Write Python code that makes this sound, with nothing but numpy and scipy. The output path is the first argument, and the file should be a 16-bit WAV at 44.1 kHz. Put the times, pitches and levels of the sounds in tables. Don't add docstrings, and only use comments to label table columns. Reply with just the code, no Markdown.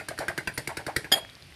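import sys
import numpy as np
from scipy import signal
from scipy.fft import rfft, irfft
from scipy.io import wavfile
from scipy.ndimage import uniform_filter1d

SR = 44100
rng = np.random.default_rng(int(sys.argv[2]) if len(sys.argv) > 2 else 0)


def magnitude_from_level(level_db):
    exponent = np.asarray(level_db, float) / 20
    return 10 ** exponent


def put_to_file(sound):
    columns = np.atleast_2d(sound).T
    safe = np.clip(columns, -1, 1)
    whole_steps = np.round(safe * 32767)
    wavfile.write(sys.argv[1], SR, whole_steps.astype(np.int16))


N = 68355
LEAD = 2048

# frequency_hz, density_db
KITCHEN_COLOUR = [(40, -5), (115, 1), (200, -10.5), (1100, -22), (2100, -15.5), (4500, -20.5), (7500, -36),
                  (12000, -35.5)]
# frequency_hz, density_db
ECHO_COLOUR = [(60, -6), (300, 8), (1000, 1.5), (2000, -4), (5000, -1.5), (7500, -1), (10000, -2.5),
               (14000, -3.5)]
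# start_s, level_db, pitch_hz
PAN_TICKS = [
    (1.249, -32.5, 1800),
    (1.272, -48, 2400),
    (1.292, -39, 1900),
    (1.298, -37, 3810),
    (1.339, -64, 6400),
    (1.353, -38.5, 4560),
    (1.369, -45.5, 890),
    (1.424, -38, 4150),
    (1.524, -41.5, 2080),
]
# start_s, level_db, crack_db
RIM_KNOCKS = [
    (1.117, -25.5, -5),
    (1.1192, -17.5, -10),
    (1.123, -12.5, -9),
    (1.126, -15.5, -22),
    (1.138, -22.5, -4.5),
]
# frequency_hz, peak_db, t60_s
RIM_MODES = [(773, -22.5, 0.22), (1800, -19, 0.038), (2135, -24.5, 0.061), (3304, -20.5, 0.39),
             (3250, -14.5, 0.19), (3380, -25, .14), (3470, -20.5, 0.049), (4570, -25, 0.065),
             (4924, -26, 0.32), (4958, -19, .13), (6845, -22.5, 0.082), (8349, -32.5, 0.16),
             (9350, -21.5, 0.057), (11630, -23.5, 0.12)]
# frequency_hz, density_db
SCRAPE_COLOUR = [(400, 0), (1800, -2.5), (4800, -5.5), (5900, -41), (6900, -8), (7900, -14), (9300, -1.5),
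                 (13000, -13.5)]
# start_s, level_db, length_s, bubble_pitch_hz
EGG_SLOPS = [(.0, -43, 0.027, 700), (0.1, -34, 0.029, 690), (0.199, -29, 0.045, 724),
             (0.289, -31, 0.027, 759), (0.387, -46, 0.031, 712), (0.48, -45, 0.031, 637),
             (0.583, -39.5, 0.024, 643), (0.687, -33.5, 0.039, 923), (.788, -37, .03, 660),
             (0.874, -32.5, .04, 788), (0.973, -48.5, 0.044, 600), (1.048, -48.5, 0.027, 910),
             (1.144, -32.5, 0.049, 648)]
# start_s, level_db, knock_pitch_hz, treble_db, thump_db
FORK_STROKES = [(-.012, -21.5, 1614, -3, -8), (0.0863, -22.5, 1590, -2, -7.5),
                (0.1782, -29.5, 1860, -8, -31), (.189, -18.5, 1654, -6, -9), (0.2832, -15.5, 1590, -8, -20),
                (0.378, -19.5, 1695, -5, -7), (0.4746, -17, 2700, -8.5, -11),
                (0.5769, -17.5, 2107, -2, -8.5), (.6744, -18.5, 2340, -2, -8), (0.7708, -24, 2073, -1, -2),
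                (.866, -24, 1583, -1, -2), (0.9635, -12.5, 1900, -2.5, -8), (1.045, -26, 1800, -18, -12)]
# frequency_hz, level_db, t60_s
BOTTOM_MODES = [(1003, -19, 0.044), (1590, -12.5, .045), (1900, -11, 0.014), (2134, -9, 0.02),
                (2450, -30.5, 0.036), (3010, -22, 0.018)]
# frequency_hz, level_db, t60_s
FORK_MODES = [(4200, -10, .02), (4700, 0, .03), (5500, -6, .018), (5800, -9, .02), (6870, -12, .015),
              (8000, -14, .015), (9170, -7, .022), (9630, -7, .022), (10200, -12, .015), (12300, -12, .015),
              (13610, -8, .03)]
# frequency_hz, level_db, t60_s
TINE_MODE = (17000, -27.5, 0.28)
# frequency_hz, level_db, t60_s
COUNTER_MODES = [(92, -11.5, 0.073), (138.5, -1.5, 0.067), (273.6, -9.5, 0.039), (330, 2, 0.034),
                 (401, -4.5, 0.045)]
# frequency_hz, density_db
CRACK_COLOUR = [(1000, -14.5), (2500, -5), (4700, 4), (6200, -6), (7800, -3), (9500, 2), (13500, -13),
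                (14600, -36)]
# frequency_hz, density_db
RATTLE_COLOUR = [(200, -5.5), (400, -5.5), (1100, -18.5), (1550, 6), (2200, 1), (3000, -16.5), (5000, -24),
                 (9000, -27.5)]

KITCHEN_DB, FLICKER_DB = -50.5, 1
SIZZLE_DB, SIZZLE_PER_S, SIZZLE_SCATTER_DB = -63, 2300, 2
SPIT_S, SPIT_LENGTH_S, SPIT_DB, SPIT_HZ = 0.536, 0.033, -47.5, 9800
RIM_TOUCH_S, RIM_DAMPED_S, RIM_DAMP_DB = 0.004, 1.145, -10
SCRAPE_S, SCRAPE_LENGTH_S, SCRAPE_DB = 1.14, 0.045, -34
BUBBLES_PER_S, BUBBLE_CYCLES, BUBBLE_OCTAVES, BUBBLE_TILT_DB = 900, 2.19, 0.67, -6.5
SPLASH_DB, SLAP_DB = -15.5, -5
TINE_GAP_S, TINE_RISE_DB, TINE_FALL_DB, TINE_SCATTER_DB = 0.0013, 7.5, 9.5, 2
KNOCK_T60_S, THUMP_LATE_S, MODE_SCATTER_DB = 0.03, 0.002, 3.5
CRACK_DB, CRACK_T60_S, GRIT_DB, GRIT_T60_S = -2, 0.028, -13.5, 0.14
RATTLE_DB, RATTLE_T60_S = -6, 0.1
ECHO_DB, ECHO_T60_S, RIM_ECHO_DB = -14, 0.32, -12
SIDE_DB, SIDE_HZ = -25, 4600
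LOW_CUT_HZ, QUIET_TOP_HZ, TOP_HZ = 70, 13200, 14400


def unit(x):
    return x / np.sqrt(np.mean(x ** 2) + 1e-30)


def colour(x, table):
    hz, db = np.array(table, float).T
    f = np.fft.rfftfreq(len(x), 1 / SR) + 1
    return irfft(rfft(x) * magnitude_from_level(np.interp(np.log(f), np.log(hz), db)), len(x))


def cut(x, hz):
    return signal.sosfilt(signal.ellip(8, 0.3, 60, hz, fs=SR, output="sos"), x)


def fade(t60, count=8192):
    return np.exp(-np.log(1000) * np.arange(count) / SR / max(t60, 1e-3))


def hold(length, release):
    t = np.arange(8192) / SR
    return np.minimum(t / 0.0046, 1) * magnitude_from_level(-60 * np.maximum(t - length, 0) / release)


def ring(modes, scatter_db, detune=0, count=8192):
    chance = rng.standard_normal((len(modes), 2))
    t = np.arange(count) / SR
    out = np.zeros(count)
    for (hz, db, t60), (a, b) in zip(modes, chance):
        tone = np.sin(2 * np.pi * hz * (1 + detune * b) * t)
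        out += magnitude_from_level(db + scatter_db * a) * fade(t60, count) * tone
    return out


def crack(t60, table=CRACK_COLOUR):
    return unit(colour(rng.standard_normal(8192), table)) * fade(t60)


def add(out, s, x):
    i = int(round(s * SR)) + LEAD
    out[i:i + len(x)] += x[:len(out) - i]


def kitchen():
    out = np.zeros(N + LEAD)
    for hz in 40 * 2.0 ** np.arange(9):
        edges = [hz / 1.31, min(hz * 1.39, 16000)]
        octave = signal.butter(2, edges, "bandpass", fs=SR, output="sos")
        band = signal.sosfilt(octave, rng.standard_normal(N + LEAD))
        walk = uniform_filter1d(rng.standard_normal(N + LEAD), size=1500)
        walk = unit(uniform_filter1d(walk, size=1500))
        out += band * magnitude_from_level(FLICKER_DB * walk)
    return magnitude_from_level(KITCHEN_DB) * unit(colour(out, KITCHEN_COLOUR))


def pan():
    out = np.zeros(N + LEAD)
    for s, db, hz in PAN_TICKS:
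        tick = ring([(hz, 0, 0.01), (1.2 * hz, -4, 0.008)], 0)
        add(out, s, magnitude_from_level(db) * (tick + magnitude_from_level(-18) * crack(0.008)))
    spit_colour = [(0.85 * SPIT_HZ, -30), (SPIT_HZ, 0), (1.12 * SPIT_HZ, -30)]
    add(out, SPIT_S, magnitude_from_level(SPIT_DB) * crack(1, spit_colour) * hold(SPIT_LENGTH_S, 0.03))
    chance, sign, size = rng.random((3, N + LEAD))
    pops = (chance < SIZZLE_PER_S / SR) * np.sign(sign - 0.5)
    pops = pops * magnitude_from_level(-SIZZLE_SCATTER_DB * np.log(size + 1e-9))
    return out + magnitude_from_level(SIZZLE_DB) * unit(colour(pops, CRACK_COLOUR))


def rim():
    touch, noise, tone = np.zeros((3, N + LEAD))
    for s, db, crack_db in RIM_KNOCKS:
        add(touch, s, magnitude_from_level(db) * rng.standard_normal(512) * fade(RIM_TOUCH_S, 512))
        clack = magnitude_from_level(crack_db) * crack(0.056, SCRAPE_COLOUR) * (1 - fade(0.006))
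        add(noise, s, magnitude_from_level(db) * (clack + magnitude_from_level(-27) * ring(COUNTER_MODES, 0.82)))
    for hz, db, t60 in RIM_MODES:
        mode = signal.fftconvolve(touch, ring([(hz, 0, t60)], 0, count=22050))[:N + LEAD]
        tone += magnitude_from_level(db) * mode / abs(mode).max()
    add(noise, SCRAPE_S, magnitude_from_level(SCRAPE_DB) * crack(1, SCRAPE_COLOUR) * hold(SCRAPE_LENGTH_S, 0.092))
    t = (np.arange(N + LEAD) - LEAD) / SR
    damped = np.clip((t - RIM_DAMPED_S) / 0.0021, 0, 1)
    return cut(noise, 13100) + tone * magnitude_from_level(RIM_DAMP_DB * damped)


def slops():
    out = np.zeros(N + LEAD)
    t = np.arange(1024) / SR
    for s, db, length, hz in EGG_SLOPS:
        for when, size, loudness, keep in rng.random((60, 4)):
            if keep >= BUBBLES_PER_S * 2 * length / 60:
                continue
            octave = BUBBLE_OCTAVES * (3.415 * size ** 2 - 0.7)
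            f = hz * 2 ** octave
            bubble_db = db - 55 * max(when - 0.35, 0) + BUBBLE_TILT_DB * abs(octave) + 7.74 * loudness
            swell = min(when / 0.05, 1) * magnitude_from_level(bubble_db)
            chirp = np.sin(2 * np.pi * f * t * (1 + 0.032 * f * t))
            bubble = chirp * np.exp(-t * f / BUBBLE_CYCLES) * np.minimum(t * f, 1)
            add(out, s + 2 * when * length, swell * bubble)
        rise = 1 - fade(length)
        add(out, s, magnitude_from_level(db + SLAP_DB) * crack(5 * length, RATTLE_COLOUR) * rise)
        add(out, s, magnitude_from_level(db + SPLASH_DB) * crack(4 * length) * rise)
    return cut(out, QUIET_TOP_HZ)


def tine_contacts():
    chance, k = rng.standard_normal((5, 2)), np.arange(-1, 4)
    at = (k + 1 + 0.3 * chance[:, 0]) * TINE_GAP_S * SR
    db = np.where(k < 0, TINE_RISE_DB * k, -TINE_FALL_DB * k) + TINE_SCATTER_DB * chance[:, 1]
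    tines = np.zeros(512)
    np.add.at(tines, np.clip(at, 0, 511).astype(int), magnitude_from_level(db))
    return tines


def strokes():
    out = np.zeros(N + LEAD)
    for s, db, hz, treble_db, thump_db in FORK_STROKES:
        tines = tine_contacts()
        low = ring([(hz, 0, KNOCK_T60_S)] + BOTTOM_MODES, MODE_SCATTER_DB, 0.012)
        low += magnitude_from_level(RATTLE_DB) * crack(RATTLE_T60_S, RATTLE_COLOUR)
        high = magnitude_from_level(-8) * ring(FORK_MODES, MODE_SCATTER_DB, 0.0088) + ring([TINE_MODE], 2.6)
        grit = magnitude_from_level(GRIT_DB) * cut(crack(GRIT_T60_S), QUIET_TOP_HZ)
        high += magnitude_from_level(CRACK_DB) * (crack(CRACK_T60_S) + grit) * (1 - fade(0.0061))
        low, high = signal.fftconvolve(tines, low), signal.fftconvolve(tines, high)
        knock = low / abs(low).max() + magnitude_from_level(treble_db) * high / abs(high).max()
        add(out, s - TINE_GAP_S, magnitude_from_level(db) * knock)
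        thump = ring(COUNTER_MODES, 1, 0.029) * (1 - fade(0.013))
        add(out, s + THUMP_LATE_S, magnitude_from_level(db + thump_db) * thump)
    return out


def scene():
    beating, knock = strokes() + slops(), rim()
    tail = colour(rng.standard_normal(22050), ECHO_COLOUR)
    tail = tail * fade(ECHO_T60_S, 22050) * (1 - fade(0.026, 22050))
    tail = tail / np.sqrt(np.sum(tail ** 2))
    echo = signal.fftconvolve(beating + magnitude_from_level(RIM_ECHO_DB) * knock, tail)[:N + LEAD]
    far = cut(magnitude_from_level(ECHO_DB) * echo + pan() + kitchen(), QUIET_TOP_HZ)
    mid = (beating + knock + far)[LEAD:]
    smeared = np.convolve(mid, unit(rng.standard_normal(64)) / 8, "same")
    treble = signal.butter(6, SIDE_HZ, "highpass", fs=SR, output="sos")
    side = magnitude_from_level(SIDE_DB) * signal.sosfilt(treble, smeared)
    return np.array([mid + side, mid - side])


def top_cut(x):
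    return signal.sosfilt(signal.butter(12, 15100, fs=SR, output="sos"), x)


def record(dry):
    low_cut = signal.butter(2, LOW_CUT_HZ, "highpass", fs=SR, output="sos")
    mix = cut(signal.sosfilt(low_cut, dry), TOP_HZ)
    return top_cut(mix)


dry = scene()
out = record(dry)
put_to_file(out)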